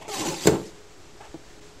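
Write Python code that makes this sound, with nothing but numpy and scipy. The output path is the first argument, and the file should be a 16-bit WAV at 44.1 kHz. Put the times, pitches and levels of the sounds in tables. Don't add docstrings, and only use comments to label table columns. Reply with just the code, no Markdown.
import sys
import numpy as np
from scipy import signal
from scipy.fft import rfft, irfft, next_fast_len
from scipy.io import wavfile
from scipy.ndimage import uniform_filter1d, map_coordinates

SR = 44100
rng = np.random.default_rng(int(sys.argv[2]) if len(sys.argv) > 2 else 0)


def gain_from_db(level_db):
    decades = np.asarray(level_db, float) / 20
    return 10 ** decades


def int16_out(signal):
    q = np.round(np.clip(np.atleast_2d(signal).T, -1, 1) * 32767)
    wavfile.write(sys.argv[1], SR, q.astype(np.int16))


N = 79380


def unit(x):
    return x / np.sqrt(np.mean(x ** 2) + 1e-20)


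def along(points, hz):
    f, value = np.transpose(points)
    return np.interp(np.log(hz + 1), np.log(f + 1), value)


def curves(rows):
    s, *columns = np.transpose(rows)
    return [np.interp(np.arange(N) / SR, s, column) for column in columns]


def during(rows):
    t = np.arange(N) / SR
    return (t >= rows[0][0]) * (t < rows[-1][0])


def wobble(rate):
    points = rng.standard_normal(int(N * rate / SR) + 4)
    return map_coordinates(points, [np.arange(N) * rate / SR])


def filtered(x, response):
    m = next_fast_len(N + SR // 2)
    return irfft(rfft(x, m) * response(np.fft.rfftfreq(m, 1 / SR)), m)[..., :N]


def low_cut(hz, order):
    return lambda f: (1j * f / (hz + 1j * f)) ** order


def body(peaks):
    def response(f):
        return sum((-1) ** k * gain_from_db(db) * 1j * f * width / (hz * hz - f * f + 1j * f * width)
                   for k, (hz, width, db) in enumerate(peaks))
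    return response


def ring(modes, t, scatter_db):
    return -sum(gain_from_db(db + scatter_db * rng.normal() - 60 * t / t60) * np.sin(2 * np.pi * hz * t)
                for hz, db, t60 in modes)


def knocks(rows, modes, puff_db):
    puff_t60 = 0.052
    rings, puffs, t = np.zeros(N + SR), np.zeros(N + SR), np.arange(SR // 2) / SR
    for s, db, ms in rows:
        push = np.exp(-(np.arange(-200, 200) / SR / (ms / 4000)) ** 2 / 2)
        push /= push.sum()
        struck = ring(modes, t, scatter_db=0.76)
        puff = gain_from_db(puff_db - 60 * t / puff_t60) * rng.standard_normal(len(t))
        start = round(s * SR)
        rings[start:][:len(t)] += gain_from_db(db - 12.0) * signal.fftconvolve(struck, push, "same")
        puffs[start:][:len(t)] += gain_from_db(db - 9.5) * signal.fftconvolve(puff, push, "same")
    return filtered(rings[:N], low_cut(85, 4)) + filtered(puffs[:N], low_cut(152, 2))


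# [t/s, level/dB, contact/ms]
KNOCKS = [(0.024, -48, 0.16), (.0815, -38, 0.091), (.088, -41, .2), (0.194, -19.5, 2.6), (.204, -49, 1.7),
          (.211, -26, 0.72), (.22, -25.5, 0.63), (.238, -27, 1.6), (.257, -30.5, 1.5), (.268, -23, 0.35),
          (.289, -30.5, 0.38), (.311, -27, 0.55), (0.333, -27.5, 0.19), (0.36, -39, 0.39),
          (.448, -29, 0.84), (0.457, -12, 0.75), (.473, -4, 0.21), (.4775, -6.5, 0.47), (.485, -4.5, 1.13),
          (.498, -10.5, 0.93), (.521, -10, 0.9), (.534, -12.5, 1.24), (.549, -12.5, 1.4),
          (.572, -31.5, 2.9), (.585, -23.5, 1.1), (.599, -24, 1.1), (0.616, -22.5, 1.6), (.633, -38.5, 3.9),
          (0.648, -37, 1.8), (.662, -34, 1.7)]
# [f/Hz, level/dB, t60/s]
PANEL = [(102, -16, 0.055), (143, -2.5, 0.046), (188, 3.5, 0.045), (303, -8.5, 0.085), (339.8, -3, 0.23),
         (375.8, 0.5, 0.16), (431.6, -2.5, 0.13), (536, -1.5, 0.028), (590, -9, 0.016), (686, -28, 0.034),
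         (800, -11.5, 0.032), (865, -19, 0.099), (958, -12, 0.072), (1150, -8, 0.021), (1495, 3, 0.015),
         (1950, -21, .02)]


def flap():
    return knocks(KNOCKS, PANEL, puff_db=2.5)


# [t/s, level/dB]
SNAPS = [
    (0.4665, -35),
    (0.4714, -7),
    (0.4733, -5.5),
    (0.4756, -16.5),
]
# [f/Hz, level/dB, t60/s]
CATCH = [(2920, -10.5, 0.024), (3630, -8, 0.014), (4350, -4, 0.021), (6600, -7, 0.0074),
         (7323, 4.5, 0.0097), (8280, -3.5, 0.0087), (11100, -3.5, 0.0044)]


def catch():
    crack_db, crack_t60 = -3, 0.0075
    out, t = np.zeros(N + SR), np.arange(SR // 2) / SR
    for s, db in SNAPS:
        crack = gain_from_db(crack_db - 60 * t / crack_t60) * rng.standard_normal(len(t))
        out[round(s * SR):][:len(t)] += gain_from_db(db - 8) * (ring(CATCH, t, scatter_db=2.5) + crack)
    return out[:N]


def patchy(x):
    patch_db = 3
    z = signal.stft(x, nperseg=512)[2]
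    field = uniform_filter1d(uniform_filter1d(rng.standard_normal(z.shape), 5, 0), 4, 1)
    return signal.istft(z * gain_from_db(patch_db * unit(field)), nperseg=512)[1][:N]


# [f/Hz, level/dB]
FUR = [(300, -120), (900, -28), (2000, -2.5), (5000, -0.5), (7500, 0), (10000, -6.5), (15500, -16)]


def fur(rows, frame):
    grains_per_s, grain_db, grain_share = 2500, 3, .6
    drag_db, rumble_db = curves(rows)
    grain_level = gain_from_db(grain_db * np.minimum(rng.exponential(size=N), 3))
    snags = (rng.random(N) < grains_per_s / SR) * grain_level * rng.standard_normal(N)
    rub = grain_share * unit(snags) + rng.standard_normal(N)
    hiss = unit(filtered(patchy(rub), lambda f: gain_from_db(along(FUR, f))))
    hiss *= gain_from_db(drag_db + 0.8 * wobble(40.4) + 0.92 * wobble(219.9))
    rumble = unit(filtered(rng.standard_normal(N), body(frame))) * gain_from_db(rumble_db + 2.4 * wobble(50.27))
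    return (hiss + rumble) * during(rows)


# [t/s, fur level/dB, rumble level/dB]
NUDGE = [
    (0, -67, -55),
    (.025, -47, -42),
    (.04, -60, -50),
    (.06, -76, -44.5),
    (.075, -50, -53),
]
DRAG = [
    (.079, -47, -64),
    (.084, -40.5, -70),
    (.15, -31.5, -45.5),
    (.2, -30, -36),
    (.246, -35, -35.5),
    (.266, -30.5, -32),
    (.33, -36, -37.5),
    (.4, -37.5, -48),
    (.464, -31, -37.5),
    (.47, -26, -30),
]
SETTLE = [
    (.47, -27, -14.5),
    (.49, -34.5, -32),
    (.56, -57.5, -35),
    (.6, -51, -44.5),
    (.665, -46.5, -80),
    (.7, -53.5, -80),
    (.78, -97, -84),
]
SCUFF = [
    (1.202, -78, -69),
    (1.207, -65, -46),
    (1.24, -61, -53.5),
    (1.255, -54, -51),
    (1.28, -84, -55),
]
# [f/Hz, width/Hz, level/dB]
EDGE = [(596, 440, 4), (800, 236, 10), (1186, 84, -2), (2330, 940, -2), (3460, 790, -10)]
FRAME = [(156.1, 9.4, -0.5), (333, 84, -0.5), (535, 73, -7.5), (827, 230, -6), (1190, 96, -25)]


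def rubbing():
    return fur(NUDGE, EDGE) + fur(DRAG, FRAME) + fur(SETTLE, FRAME) + fur(SCUFF, EDGE)


# [t/s, length/s, f/Hz, level/dB]
SQUEAKS = [(0.088, 0.0085, 640, -31), (0.11, 0.022, 2150, -41), (0.136, 0.043, 1060, -35.5),
           (0.155, 0.035, 590, -39.5), (0.205, 0.03, 318, -28), (0.107, 0.041, 800, -35),
           (0.117, .025, 1160, -40.5), (0.212, 0.02, 1045, -31.5), (0.257, 0.024, 855, -56),
           (0.272, 0.034, 1003, -37.5), (0.294, 0.052, 540, -37), (0.32, 0.031, 842, -32),
           (0.312, 0.024, 2690, -42), (0.352, 0.037, 800, -41), (1.18, 0.039, 686, -52)]


def squeaks():
    t, out = np.arange(N) / SR, np.zeros(N)
    for s, length, hz, db in SQUEAKS:
        swell = np.sin(np.pi * np.clip((t - s) / length, 0, 1))
        turns = hz * np.cumsum(1 + 0.0202 * wobble(61.14)) / SR
        out += gain_from_db(db - 2.0 + 0.87 * wobble(83.4)) * swell * np.sin(2 * np.pi * turns)
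    return out


def creak(rows, hinge):
    slip_jitter, scatter_db = .07, 4
    hz, level_db, bright_db = curves(rows)
    turns = np.cumsum(hz) / SR + slip_jitter * wobble(120)
    tone = np.sin(2 * np.pi * turns)
    for k, db in hinge:
        tone += gain_from_db(db + bright_db + scatter_db * wobble(60.96)) * np.sin(2 * np.pi * k * turns)
    return tone * gain_from_db(level_db) * during(rows)


# [t/s, slip rate f/Hz, level/dB, overtone level/dB]
CREAK = [
    (.08, 451, -35.5, -8),
    (.09, 433.3, -47, 5.5),
    (.105, 413, -33, -9),
    (.125, 418, -46.5, -2),
    (.14, 409, -40.5, 3),
    (.158, 382, -47.5, 11),
    (.185, 385, -46, 6),
    (.2, 383, -75, 6),
]
LATE_CREAK = [
    (1.2, 403.7, -73, 7.2),
    (1.207, 398.5, -64, 14),
    (1.235, 425, -61, 11.3),
    (1.255, 434, -54.5, 6.4),
    (1.275, 433, -74, 8),
]
# [multiple of slip rate, level/dB]
HINGE = [(2, -0.5), (3, -7), (4, -23), (5, -27)]
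LATE_HINGE = [(2, -0.5), (3, -7.5), (4, -6.5), (5, -26)]


def creaks():
    return creak(CREAK, HINGE) + creak(LATE_CREAK, LATE_HINGE)


# [t/s, level/dB, contact/ms]
PAWS = [
    (1.206, -39, .2),
    (1.3405, -32.5, 0.79),
    (1.344, -19, 1.06),
    (1.35, -28.5, 0.68),
    (1.356, -30.5, 0.45),
    (1.363, -32, 1.8),
    (1.394, -34, 1.04),
]
# [f/Hz, level/dB, t60/s]
BOARDS = [(151, -4, .055), (334, 2, .035), (511, -6, .02), (657, -6, .025), (770, -9, .025),
          (888, -8, .025)]


def paws():
    return knocks(PAWS, BOARDS, puff_db=-6)


# [f/Hz, t60/s]
HALL = [(100, 0.35), (400, 0.56), (2000, 0.29), (10000, 0.41)]


def hall(x):
    hz, t, z = signal.stft(rng.standard_normal(SR // 2), SR, nperseg=256)
    tail = signal.istft(z * gain_from_db(-60 * t / along(HALL, hz)[:, None]), SR, nperseg=256)[1]
    return signal.fftconvolve(np.pad(x, (250, 0)), tail / np.linalg.norm(tail))[:N]


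# [f/Hz, level/dB]
HISS = [(25, 6), (200, -13.5), (420, -10), (1000, -13), (3000, -17), (7500, -17), (11000, -26),
        (15800, -35)]
# [f/Hz, width/Hz, level/dB]
AIR = [(132, 94, -12), (362, 77, -7), (288, 97, -16), (805, 290, -20.5)]


def background():
    dip_s, dip_length_s, dip_db = 1.605, 0.0039, -9
    hum_hz, hum_db = 421, -59
    hiss = unit(filtered(rng.standard_normal(N), lambda f: gain_from_db(along(HISS, f))))
    hiss *= gain_from_db(-50 + 0.99 * wobble(13.3))
    hiss *= gain_from_db(dip_db * np.exp(-((np.arange(N) / SR - dip_s) / dip_length_s) ** 2))
    air = unit(filtered(rng.standard_normal(N), body(AIR))) * gain_from_db(-61.5 + 2.1 * wobble(5.87))
    turns = np.cumsum(hum_hz + 2.5 * wobble(10)) / SR
    hum = gain_from_db(hum_db + 2.5 * wobble(9)) * np.sin(2 * np.pi * turns)
    return hiss + air + hum


def blotchy(x, kept, from_hz, size):
    hz, _, z = signal.stft(x, SR, nperseg=2048)
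    tiles = rng.random((1024 // size + 1, z.shape[-1])) < kept
    tiles = np.repeat(tiles, size, axis=0)[:len(hz)]
    return signal.istft(z * (tiles | (hz < from_hz)[:, None]), SR, nperseg=2048)[1][..., :N]


# [f/Hz, level/dB]
WIDTH = [(70, -32), (150, -25), (350, -29.5), (700, -20.5), (2400, -13), (4400, -11), (8000, -12.5),
         (15000, -5)]
WIDE_S = [(.06,), (.57,)]


def scene():
    hall_db, lean_db = -13, -0.13
    door = flap() + catch() + rubbing() + squeaks() + creaks() + paws()
    mid = door + gain_from_db(hall_db) * hall(door)
    spread = hall(door) * 0.15 + np.roll(door, 9)
    side = filtered(spread, lambda f: gain_from_db(along(WIDTH, f))) + mid * (gain_from_db(lean_db) - 1)
    side = blotchy(side * during(WIDE_S), kept=.42, from_hz=0, size=40)
    return np.array([mid + side, mid - side]) + background()


def band_limit(x):
    return signal.sosfilt(signal.butter(12, 15880, fs=SR, output="sos"), x)


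# [f/Hz, level/dB]
MIC = [(20, -5.5), (100, 5), (8000, -1.5), (9300, -9.5), (12300, -2.5), (13000, -9), (15500, 5)]


def record(dry):
    ceiling, top_hz, offset = .95, 15650, -.0032
    heard = filtered(dry, lambda f: gain_from_db(along(MIC, f)))
    heard = heard / (1 + np.abs(heard / ceiling) ** 4) ** .25
    heard = filtered(heard, lambda f: f < top_hz)
    heard = blotchy(heard, kept=.13, from_hz=12500, size=4)
    return band_limit(heard + offset)


dry = scene()
out = record(dry)
int16_out(out)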